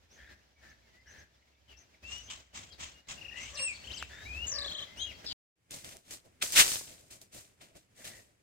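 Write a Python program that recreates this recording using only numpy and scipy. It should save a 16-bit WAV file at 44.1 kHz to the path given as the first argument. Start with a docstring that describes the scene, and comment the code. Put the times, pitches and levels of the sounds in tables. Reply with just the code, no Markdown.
"""Dawn over farmland: small birds whistle, chirp, pip and trill, mostly left of the microphone, while
crows caw far off over open air and a low rumble. From two seconds in come short swells of breathy hiss.
After a short silence the microphone stands in a yard, beside a basin of fodder: dry fibres slip and
buckle in soft rustles and one loud, close scrape, and a last crow calls in the distance.
Single ticks and bumps dot both places."""
import sys
import numpy as np
from scipy import signal
from scipy.fft import rfft, irfft, next_fast_len
from scipy.io import wavfile
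from scipy.ndimage import uniform_filter1d

SR = 44100
rng = np.random.default_rng(int(sys.argv[2]) if len(sys.argv) > 2 else 0)


def transcribe(signal):
    """Save signal, clipped to [-1, 1], as a 16-bit WAV file at the path in sys.argv[1]."""
    frames = np.atleast_2d(signal).T
    limited = np.clip(frames, -1, 1)
    pcm = np.round(limited * 32767).astype(np.int16)
    wavfile.write(sys.argv[1], SR, pcm)


N = 371322
TIME = np.arange(N) / SR
FIELD_END_S, YARD_START_S = 5.33, 5.555
TOP_HZ = 15900


def whistles(waver=.004, flutter_db=0.5):
    """Clean gliding whistles from the left; the open beak lets overtones out."""
    # One list a whistle. Each row: time in seconds, pitch in Hz, levels of harmonics 1, 2 and 3 in dB.
    contours = [
        [(2.025, 2474, -62, -83.5, -95), (2.055, 2683, -51, -85, -90), (2.13, 2830, -46, -54, -83),
         (2.22, 3010, -58, -61, -96)],
        [(3.565, 2782, -41.5, -54, -51), (3.62, 2752, -41.5, -42.5, -39), (3.665, 2709, -38, -53.5, -34.5),
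         (3.7, 2430, -39, -57.5, -53), (3.742, 2150, -49, -75, -80.5)],
        [(4.248, 2070, -47, -79, -68), (4.278, 2410, -50, -75, -74), (4.335, 2493, -47, -82.5, -71),
         (4.415, 2800, -43, -81, -83), (4.45, 2921, -43.5, -65, -83), (4.47, 2810, -50.5, -69.5, -85)],
        [(4.968, 2714, -57, -60, -65), (4.998, 3130, -46, -53.5, -66.5), (5.028, 3270, -36.5, -48, -69.5),
         (5.06, 3223, -46.5, -55.5, -71)],
    ]
    # Where each whistler sits. Each row: left minus right in dB, lag of the left ear in ms.
    perches = [(9.5, 0.26), (4.5, -.25), (10.5, -0.07), (10.5, -.02)]
    out = np.zeros((2, N))
    for contour, (pan_db, lag_ms) in zip(contours, perches):
        start, end = contour[0][0], contour[-1][0]
        t = start + clock(end - start)
        hz, *levels = curves(contour, t)
        phase = turn(hz * (1 + waver * wander(t, 300)))
        tone = sum(undb(db + flutter_db * wander(t, 120)) * np.sin(k * phase)
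                   for k, db in enumerate(levels, 1))
        add(out, start, np.sqrt(2) * tone * signal.windows.tukey(len(t), .15), pan_db, lag_ms)
    return out


def chirp(length, hz, bend, rasp, taper=0.51, rasp_hz=330, rasp_db=5, overtone_db=-21):
    """One chirp bends from hz * bend[0] through hz to hz * bend[1]; rasp shakes its pitch and level."""
    t = clock(length)
    arc = np.polyfit([0, .5, 1], [bend[0], 1, bend[1]], 2)
    phase = turn(hz * np.polyval(arc, t / t[-1]) + rasp * rasp_hz * wander(t, 900))
    overtone = undb(overtone_db) / (1 + (hz / 4500) ** 8)  # the beak passes little treble
    tone = np.sin(phase) + overtone * np.sin(2 * phase)
    shake = undb(rasp * rasp_db * wander(t, 400))
    return unit(tone * shake) * signal.windows.tukey(len(t), taper)


def chirps():
    """Short calls around the field; each kind keeps its own shape."""
    # One bird's thin, high arches. 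Each row: start and length in seconds, level and left minus right in dB.
    tsees = [(0.092, 0.097, -66, 1), (0.69, 0.024, -66, -4), (1.059, 0.089, -63, 5),
             (1.179, 0.032, -62.5, -1), (1.759, 0.077, -65, 11.5), (2.206, 0.088, -59, 5.5),
             (3.39, 0.078, -54, 1.5)]
    # Clean, round arches. Each row: start and length in seconds, top pitch in Hz,
    # level and left minus right in dB.
    arches = [(3.574, .06, 4530, -52, 8), (3.724, 0.056, 4520, -59, 15), (4.987, .065, 4010, -48, 14.5)]
    # Harsh downward swoops. Each row: start and length in seconds, level in dB.
    swoops = [(3.532, 0.088, -47), (3.938, .125, -49.5)]
    # Other birds' plain slurs. Each row: start and length in seconds, pitch in Hz, glide in octaves,
    # level in dB, rasp from 0 to 1, left minus right in dB.
    slurs = [(.55, 0.093, 2240, -0.1, -72, .1, 2), (0.804, 0.15, 2090, -0.38, -76.5, 0.16, -1),
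             (0.919, 0.124, 2004, .14, -69, 0.16, 6), (1.671, 0.096, 2880, -0.28, -64.5, 0.52, 13.5),
             (1.938, .018, 2170, -0.47, -65, 0.15, 1), (2.274, 0.077, 3094, -0.02, -52, 0.5, 6),
             (2.7, 0.032, 3250, 0, -60.5, 0.16, 7.5), (2.718, 0.03, 4220, -0.42, -58.5, 0.81, 15),
             (2.928, .096, 2840, 0, -67, 0.09, 8.5), (3.352, 0.058, 2830, 0, -46.5, .6, 7),
             (3.39, 0.12, 2700, 0.33, -52.5, 1, 6), (3.765, 0.13, 4420, 0, -62, 0.18, 11),
             (3.905, 0.054, 4674, 1.7, -50, 0.99, 5.5), (3.965, 0.0527, 7600, -.2, -53, .9, 4.5),
             (4.085, 0.22, 3684, 0.25, -59.5, 0.18, 5), (4.848, 0.12, 2050, .1, -63.5, 0.27, 8),
             (5.046, .07, 2885, -0.24, -50.5, .4, 11), (5.096, 0.031, 2528, -0.55, -52.5, 0.45, 10)]
    out = np.zeros((2, N))
    for start, length, db, pan_db in tsees:
        add(out, start, undb(db) * chirp(length, hz=6280, bend=(.78, .89), rasp=.75), pan_db)
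    for start, length, hz, db, pan_db in arches:
        add(out, start, undb(db) * chirp(length, hz, bend=(.68, .7), rasp=.1), pan_db)
    for start, length, db in swoops:
        add(out, start, undb(db) * chirp(length, hz=3730, bend=(2.1, .62), rasp=1.1), pan_db=8)
    for start, length, hz, glide, db, rasp, pan_db in slurs:
        bend = 2 ** (-glide / 2), 2 ** (glide / 2)
        add(out, start, undb(db) * chirp(length, hz, bend, rasp), pan_db)
    return out


def trills(overtone_db=-15, flutter_db=3.5, settle_power=2.5):
    """Chains of arched syllables; as the bird's effort ebbs they slow down and fall in pitch."""
    # Each row: start, length and settling time in seconds, first and last syllables per second,
    # first and last low note in Hz, arch height in Hz, place of the crest in a syllable from 0 to 1,
    # crest against low note in dB, level in dB, fade in dB per second, left minus right in dB.
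    chains = [(4.466, .385, .085, 59.3, 26.63, 6490, 2976, 1076, 0.75, -6.5, -34.5, 21, 6.2),
              (5.2603, 0.067, 0.03, 113, 101.2, 3575, 2806, 1840, 0.5, 5, -44.5, -23, 6.7)]
    out = np.zeros((2, N))
    for (start, length, settle, first_rate, last_rate, first_hz, last_hz,
         arch_hz, crest, crest_db, db, fade_db, pan_db) in chains:
        t = clock(length)
        effort = 1 / (1 + (t / settle) ** settle_power)
        cycle = np.cumsum(last_rate + (first_rate - last_rate) * effort) / SR % 1
        ramp = np.interp(cycle, [0, np.clip(crest, .2, .9), 1], [0, 1, 0])
        arch = np.sin(np.pi / 2 * ramp) ** 2
        hz = last_hz + (first_hz - last_hz) * effort + arch_hz * arch
        phase = turn(hz * (1 + .012 * wander(t, 900)))
        overtone = undb(overtone_db) / (1 + (hz / 4200) ** 20)  # the beak passes little treble
        tone = unit(np.sin(phase) + overtone * np.sin(2 * phase))
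        loudness = undb(db - fade_db * t + crest_db * arch + flutter_db * wander(t, 550))
        add(out, start, tone * loudness * signal.windows.tukey(len(t), .04), pan_db, lag_ms=-.09)
    return out


def pips(pan_db=11.5, duty=.72, swell_db=8):
    """Quick runs of evenly spaced little hooks, loudest in the middle of a run."""
    # Each row: start and length in seconds, pips per second, pitch in Hz, climb over the run in octaves,
    # start and end of a pip as shares of its pitch, mid-run level in dB.
    runs = [(3.174, .21, 28.55, 2840, 0.0082, 0.87, 0.8, -46.5),
            (3.311, .18, 66.6, 2075, 0.3, 0.93, 0.97, -48.5),
            (3.836, 0.19, 30.85, 3070, 0, .78, 0.99, -45.5)]
    out = np.zeros((2, N))
    for start, length, rate, hz, climb, first, last, db in runs:
        for k, place in enumerate(np.linspace(-1, 1, round(length * rate))):
            pip = chirp(duty / rate, hz * 2 ** (climb * place / 2), (first, last), rasp=.088, taper=.41)
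            add(out, start + k / rate, undb(db - swell_db * place ** 2) * pip, pan_db)
    return out


def rustles(catch_db=1.0, crackle_db=-13, low_air_db=-50, low_air_growth=0.21):
    """Handled fibres slip: a bright, crackly rustle, and a duller scrape when pressed hard."""
    # Each row: start, rise, hold and fade to -60 dB in seconds, level in dB, scrape against it in dB.
    strokes = [(5.705, 0.0058, 0.049, 0.36, -46.5, -6.5), (5.84, 0.006, 0.087, 0.28, -54.5, -3),
               (6.037, 0.066, 0.0085, 0.21, -57.5, -3), (6.108, 0.0021, 0.031, 0.17, -46.5, -10.5),
               (6.24, 0.0137, 0.0095, 0.25, -70, -6), (6.414, 0.013, 0.0045, 0.08, -31, -1),
               (6.431, 0.0073, .02, 1.1342, -40, -12), (6.525, 0.0037, 0.03, 0.65, -36, -11),
               (6.552, 0.03355, 0.021, 0.1537, -18.5, 0), (6.635, 0.062, 0.045, 0.2782, -34.5, -17),
               (6.869, 0.012, .019, 0.57, -61.5, -1.5), (7.103, 0.00595, 0.024, 0.25, -53, -7),
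               (7.211, 0.00386, 0.0072, 0.13, -57, -16), (7.315, 0.03, 0.045, 0.33, -51.5, -7.5),
               (7.607, 0.0078, .005, 0.33, -59, 2.5), (7.748, 0.012, 0.0136, 0.236, -61.5, -5),
               (7.943, 0.0436, 0.19, 0.4, -57.5, -6), (8.042, .0036, 0.039, 0.08, -50.5, -3.5)]
    # Spectra of rustle, scrape and low air. Each row: frequency in Hz, relative level in dB.
    rustle_colour = [(88, -48.5), (150, -23.5), (341, -16.5), (398, -13), (1120, -14.5), (2400, -8),
                     (3160, -8.5), (3920, -4), (5790, 0), (8560, 1.5), (11500, -10), (14000, -6),
                     (16000, -20)]
    scrape_colour = [(150, -31.5), (500, -13.5), (1000, -7.5), (1400, -2.5), (2200, 0), (3600, 1.5),
                     (5000, -9), (14000, -28.5)]
    low_air_colour = [(25, -9.5), (90, -1), (200, -6), (350, -3), (450, -7.5), (620, -1), (850, -12.5),
                      (1500, -27.5), (4000, -44)]
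    bright, dull, low = np.zeros((3, 2, N))
    for start, rise, hold, fade, db, scrape_db in strokes:
        add(bright, start, undb(db) * swell(rise, hold, fade), pan_db=1)
        add(dull, start - .003, undb(db + scrape_db) * swell(rise, hold, fade * 0.93), pan_db=1)
        # Low background air swells up with each rustle, only a little more for a loud one.
        add(low, start, undb(low_air_db + low_air_growth * db) * swell(rise, hold, fade * 1.2), pan_db=.5)
    fibres = grainy_hiss(rustle_colour, rate=3200, spread_db=3.5, smooth=3.7)
    crackle = undb(crackle_db) * crinkles()
    scrape = grainy_hiss(scrape_colour, rate=1500, spread_db=3, smooth=.9)
    catching = undb(catch_db * wander(TIME, 170))
    low_air = low * air(low_air_colour, flicker_db=4.5)
    return (bright * (fibres + crackle) + dull * scrape) * catching + low_air


def swell(rise, hold, fade):
    """A level that builds, holds and dies away."""
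    rise, hold, fade = np.maximum([rise, hold, fade], [.001, 0, .03])
    t = clock(rise + hold + fade)
    return np.minimum(t / rise, 1) ** 1.2 * undb(-60 * np.maximum(t - rise - hold, 0) / fade)


def grainy_hiss(points, rate, spread_db, smooth):
    """Countless tiny clicks, a few larger than the rest, over a smooth hiss."""
    clicks = (rng.random(N) < rate / SR) * rng.choice([-1, 1], N)
    clicks = clicks * undb(spread_db * np.minimum(rng.exponential(size=N), 2))
    both = np.array([np.roll(clicks, 20), clicks])  # they reach the right ear first
    return colour(unit(both) + smooth * stereo_noise(), points)


def crinkles(count=1200, low_hz=3000, high_hz=12000, cycles=6):
    """Single fibres buckling: tiny ticks, each with its own pitch, size and direction."""
    out = np.zeros((2, N))
    span = TIME[-1] - .01 - YARD_START_S
    for when, height, size, side in rng.random((count, 4)):
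        hz = low_hz * (high_hz / low_hz) ** height
        t = clock(cycles / hz)
        tick = np.sin(2 * np.pi * hz * t) * undb(-60 * t * hz / cycles + 16 * size ** 3)
        add(out, YARD_START_S + when * span, tick, pan_db=6 * side - 2, lag_ms=side - .3)
    return unit(out)


def snaps(cycles=6, width=0.65):
    """Single ticks and soft bumps in both places; the lower ones last longer."""
    # Each row: start in seconds, level in dB, centre in Hz.
    ticks = [(2.183, -40.5, 7000), (4.026, -25.5, 1380), (4.661, -36, 397), (5.244, -38, 401),
             (5.709, -30.5, 6000), (5.846, -34, 2800), (5.893, -37, 6100), (5.969, -37.5, 6100),
             (6.109, -34, 6800), (6.425, -15.5, 2480), (6.523, -20, 7250), (6.569, -12, 2600),
             (6.81, -37.5, 480), (7.216, -38, 6370)]
    out, t = np.zeros((2, N)), clock(.06)
    for start, db, hz in ticks:
        burst = rng.standard_normal((2, len(t)))
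        ring = unit(resonate(burst, hz, hz * width))
        add(out, start, undb(db) * ring * undb(-60 * t / (0.0026 + cycles / hz)))
    return out


def hiss_swells(flicker_db=2.5):
    """Short swells of breathy hiss, about four a second; the last one lingers."""
    # Each row: start, rise, hold and fade to -60 dB in seconds, level in dB.
    swells = [(2.048, 0.061, 0.044, 0.42, -49.5), (2.299, 0.0027, 0.0096, 0.36, -45.5),
              (2.539, 0.013, 0.024, 0.39, -45), (2.792, 0.014, 0.0406, 0.26, -42.5),
              (3.083, 0.0045, 0.029, 0.2, -41), (3.354, .02, 0.039, 3.3, -49.5)]
    # Their spectrum. Each row: frequency in Hz, relative level in dB.
    hiss_colour = [(150, -6.5), (490, -17.5), (1100, -3), (1500, -9), (2300, -2.5), (3300, 0), (4400, -9),
                   (7100, -2), (8400, -8), (9600, -61.5), (15000, -26)]
    level = np.zeros((2, N))
    for start, rise, hold, fade, db in swells:
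        add(level, start, undb(db) * swell(rise, hold, fade), pan_db=2.2)
    flicker = undb(flicker_db * wander(TIME, 160))
    return level * flicker * grainy_hiss(hiss_colour, rate=3000, spread_db=4, smooth=2.5)


def crows(hoarse=0.0903, throat_hz=1730, throat_width_hz=430, chest_hz=600, between_hz=1130):
    """Far crows: uneven pulses through the throat; distance leaves mostly its nasal resonance."""
    # Each row: start and length in seconds, pitch in Hz, level in dB, weight of the low resonances in dB.
    caws = [(0.154, 0.2, 434, -59.5, -12), (0.606, 0.14, 446, -62, -23), (1.045, 0.21, 426, -61, -12),
            (3.519, 0.15, 565, -53, 4.5), (4.082, 0.17, 455.4, -54.5, -21), (4.494, .2, 567, -49.5, 2.5),
            (4.721, .14, 579, -56.5, 5.5), (7.951, .27, 517, -62.5, -7.5)]
    out = np.zeros((2, N))
    for start, length, hz, db, low_db in caws:
        t = clock(length)
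        sag = 1.04 - .08 * t / t[-1] + .025 * wander(t, 40)
        phase = turn(hz * sag * (1 + hoarse * wander(t, 700)))
        pulses = sum(np.cos(k * phase) for k in range(1, 7))
        pulses *= undb(8.3 * np.tanh(wander(t, 600)))
        nasal = resonate(resonate(pulses, throat_hz, throat_width_hz), throat_hz, throat_width_hz)
        low = resonate(pulses, chest_hz, 120) + undb(-3) * resonate(pulses, between_hz, 200)
        caw = unit(nasal + undb(low_db - 2.5) * low) * signal.windows.tukey(len(t), .35)
        add(out, start, undb(db) * caw, pan_db=5, lag_ms=.02)
    return out


def flock(count=260, db=-8, spread_db=3, low_hz=2000, high_hz=6000, slide=0.25):
    """Many faint, far chirps, each with its own pitch, slide and direction."""
    out = np.zeros((2, N))
    for when, height, length, bend, size, side in rng.random((count, 6)):
        t = clock(.012 + 0.046 * length)
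        glide = 1 + slide * (2 * bend - 1.3) * t / t[-1]
        hz = low_hz * (high_hz / low_hz) ** (height ** 2) * glide
        tone = np.sin(turn(hz * (1 + 0.043 * wander(t, 700)))) * np.hanning(len(t))
        add(out, when * FIELD_END_S, undb(db + spread_db * (2 * size + 1)) * tone, pan_db=8 * side - 2)
    return out


def outdoors(x, near_db=-7, near_t60=0.22, far_db=-17, far_t60=0.53, echo_db=-13, echo_s=0.011):
    """Ground and walls scatter the calls quickly, trees add a faint long tail."""
    t = clock(.8)
    near, far = (rng.standard_normal((2, len(t))) * undb(-60 * t / t60) * (t > .003)
                 for t60 in (near_t60, far_t60))
    far = signal.lfilter(*signal.butter(2, 4500, fs=SR), far)  # foliage soaks up the treble
    response = (undb(near_db) * unit(near) + undb(far_db) * unit(far)) / np.sqrt(len(t))
    out = x + signal.fftconvolve(x, response, axes=1)[:, :N]
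    add(out, echo_s, undb(echo_db) * x[::-1], lag_ms=-.3)  # one echo from the opposite side
    return out


def air(points, flicker_db):
    """Coloured noise whose level flickers."""
    return colour(stereo_noise(), points) * undb(flicker_db * wander(TIME, 25))


def stereo_noise(split_hz=550):
    """Noise that is alike in both ears in the bass and nearly unrelated in the treble."""
    mid, side = rng.standard_normal((2, N))
    side = .25 * side + .6 * signal.lfilter(*signal.butter(1, split_hz, "high", fs=SR), side)
    return np.array([np.roll(mid + side, 18), mid - side]) / np.sqrt(2)  # it reaches the right ear first


def suppress(sounds, background, threshold_db, depth_db, knee_db=3.5, window_s=0.0298):
    """The phone's noise suppressor turns the background down when the sounds over it grow quiet."""
    power = uniform_filter1d(np.mean(sounds ** 2, axis=0), int(window_s * SR))
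    over_db = 10 * np.log10(np.maximum(power, 1e-14)) - threshold_db
    shut = (1 - np.tanh(over_db / (2 * knee_db))) / 2
    return sounds + background * undb(-depth_db * shut)


def undb(db):
    """Decibels to gain."""
    return 10 ** (np.asarray(db) / 20)


def unit(x):
    """Scale to rms 1."""
    return x / (np.sqrt(np.mean(x ** 2)) + 1e-12)


def curves(table, t):
    """The columns of a table, joined by straight lines."""
    times, *columns = np.transpose(table)
    return [np.interp(t, times, column) for column in columns]


def clock(length):
    """Sample times of one event."""
    return np.arange(max(int(length * SR), 64)) / SR


def colour(x, points):
    """Filter by a spectrum of (Hz, dB) points and scale to rms 1."""
    hz, db = np.transpose(points)
    size = next_fast_len(x.shape[-1])
    bins_hz = np.maximum(np.fft.rfftfreq(size, 1 / SR), 1)
    gain = undb(np.interp(np.log(bins_hz), np.log(hz), db))
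    return unit(irfft(rfft(x, size) * gain, size)[..., :x.shape[-1]])


def resonate(x, hz, width_hz):
    """One resonance, gain 1 at its centre."""
    return signal.lfilter(*signal.iirpeak(hz, hz / width_hz, fs=SR), x)


def wander(t, rate):
    """Smooth chance that changes about rate times a second."""
    return np.interp((t - t[0]) * rate, np.arange(8192), rng.standard_normal(8192))


def turn(hz):
    """Phase of a gliding tone."""
    return 2 * np.pi * np.cumsum(hz) / SR


def add(out, start, x, pan_db=0, lag_ms=0):
    """Mix a sound in; positive pan_db favours the left ear, positive lag_ms makes it the later one."""
    for ear, side, sound in zip(out, (1, -1), np.broadcast_to(x, (2, x.shape[-1]))):
        i = max(int(start * SR + side * lag_ms * SR / 2000), 0)
        ear[i:i + len(sound)] += sound[:N - i] * undb(side * pan_db / 2)


def field(hiss_db=4, flock_db=-1.0):
    """Birds and swells of hiss over open air and a far rumble; trills and pips come from nearest."""
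    # Swell of the whole background. Each row: time in seconds, gain in dB.
    air_levels = [(0, -61.5), (2.2, -62), (3.4, -60), (4.5, -57.5), (4.95, -59), (5.3, -55.5)]
    # The rumble within it. Each row: time in seconds, relative level in dB.
    rumble_levels = [(0, 4), (3, -0.5), (3.7, -0.5), (4.35, 5.5), (4.75, -0.5), (5.3, 1)]
    # Spectra of open air and rumble. Each row: frequency in Hz, relative level in dB.
    air_colour = [(59, -28), (100, -8), (156, -9.5), (283, -12), (502, -14.5), (595, -12), (1010, -18.5),
                  (1080, -20), (1390, -18.5), (1610, -17), (2800, -19), (6020, -22), (10000, -37),
                  (16000, -36)]
    rumble_colour = [(20, -25.5), (45, -21.5), (64, 6.5), (76, -2), (97, -6), (130, -19.5), (250, -53)]
    air_db, rumble_db = curves(air_levels, TIME)[0], curves(rumble_levels, TIME)[0]
    birds = outdoors(whistles() + chirps() + crows())
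    birds += outdoors(trills() + pips(), near_db=-10.5, near_t60=0.18, far_db=-17.5, echo_db=-23)
    background = undb(hiss_db) * air(air_colour, flicker_db=3.0)
    background += undb(rumble_db) * air(rumble_colour, flicker_db=2.0)
    background += undb(flock_db) * outdoors(flock())
    return suppress(birds + hiss_swells(), undb(air_db) * background, threshold_db=-62, depth_db=12)


def yard(air_db=-62):
    """Rustles close to the microphone, a crow far off and quiet air behind them."""
    # Spectrum of the yard's air. Each row: frequency in Hz, relative level in dB.
    air_colour = [(20, -18.5), (50, -5.5), (95, 1), (200, -6), (400, -9.5), (600, -13), (900, -19),
                  (2200, -16.5), (4000, -24), (8000, -23.5), (16000, -36.5)]
    sounds = rustles() + outdoors(crows(hoarse=0.103, throat_hz=1880, throat_width_hz=450))
    background = undb(air_db) * air(air_colour, flicker_db=2.5)
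    return suppress(sounds, background, threshold_db=-58, depth_db=8)


def scene(fade_s=0.19):
    """The field, a moment of silence, then the yard fades in."""
    fade_in = np.clip((TIME - YARD_START_S) / fade_s, 0, 1) ** .5
    return yard() * fade_in + field() * (TIME < FIELD_END_S) + snaps()


def record(dry):
    """The phone rounds the loudest peaks and cuts the top."""
    rounded = .7 * np.tanh(dry / .7)
    return signal.sosfilt(signal.ellip(10, .2, 80, TOP_HZ, fs=SR, output="sos"), rounded)


dry = scene()
out = record(dry)
transcribe(out)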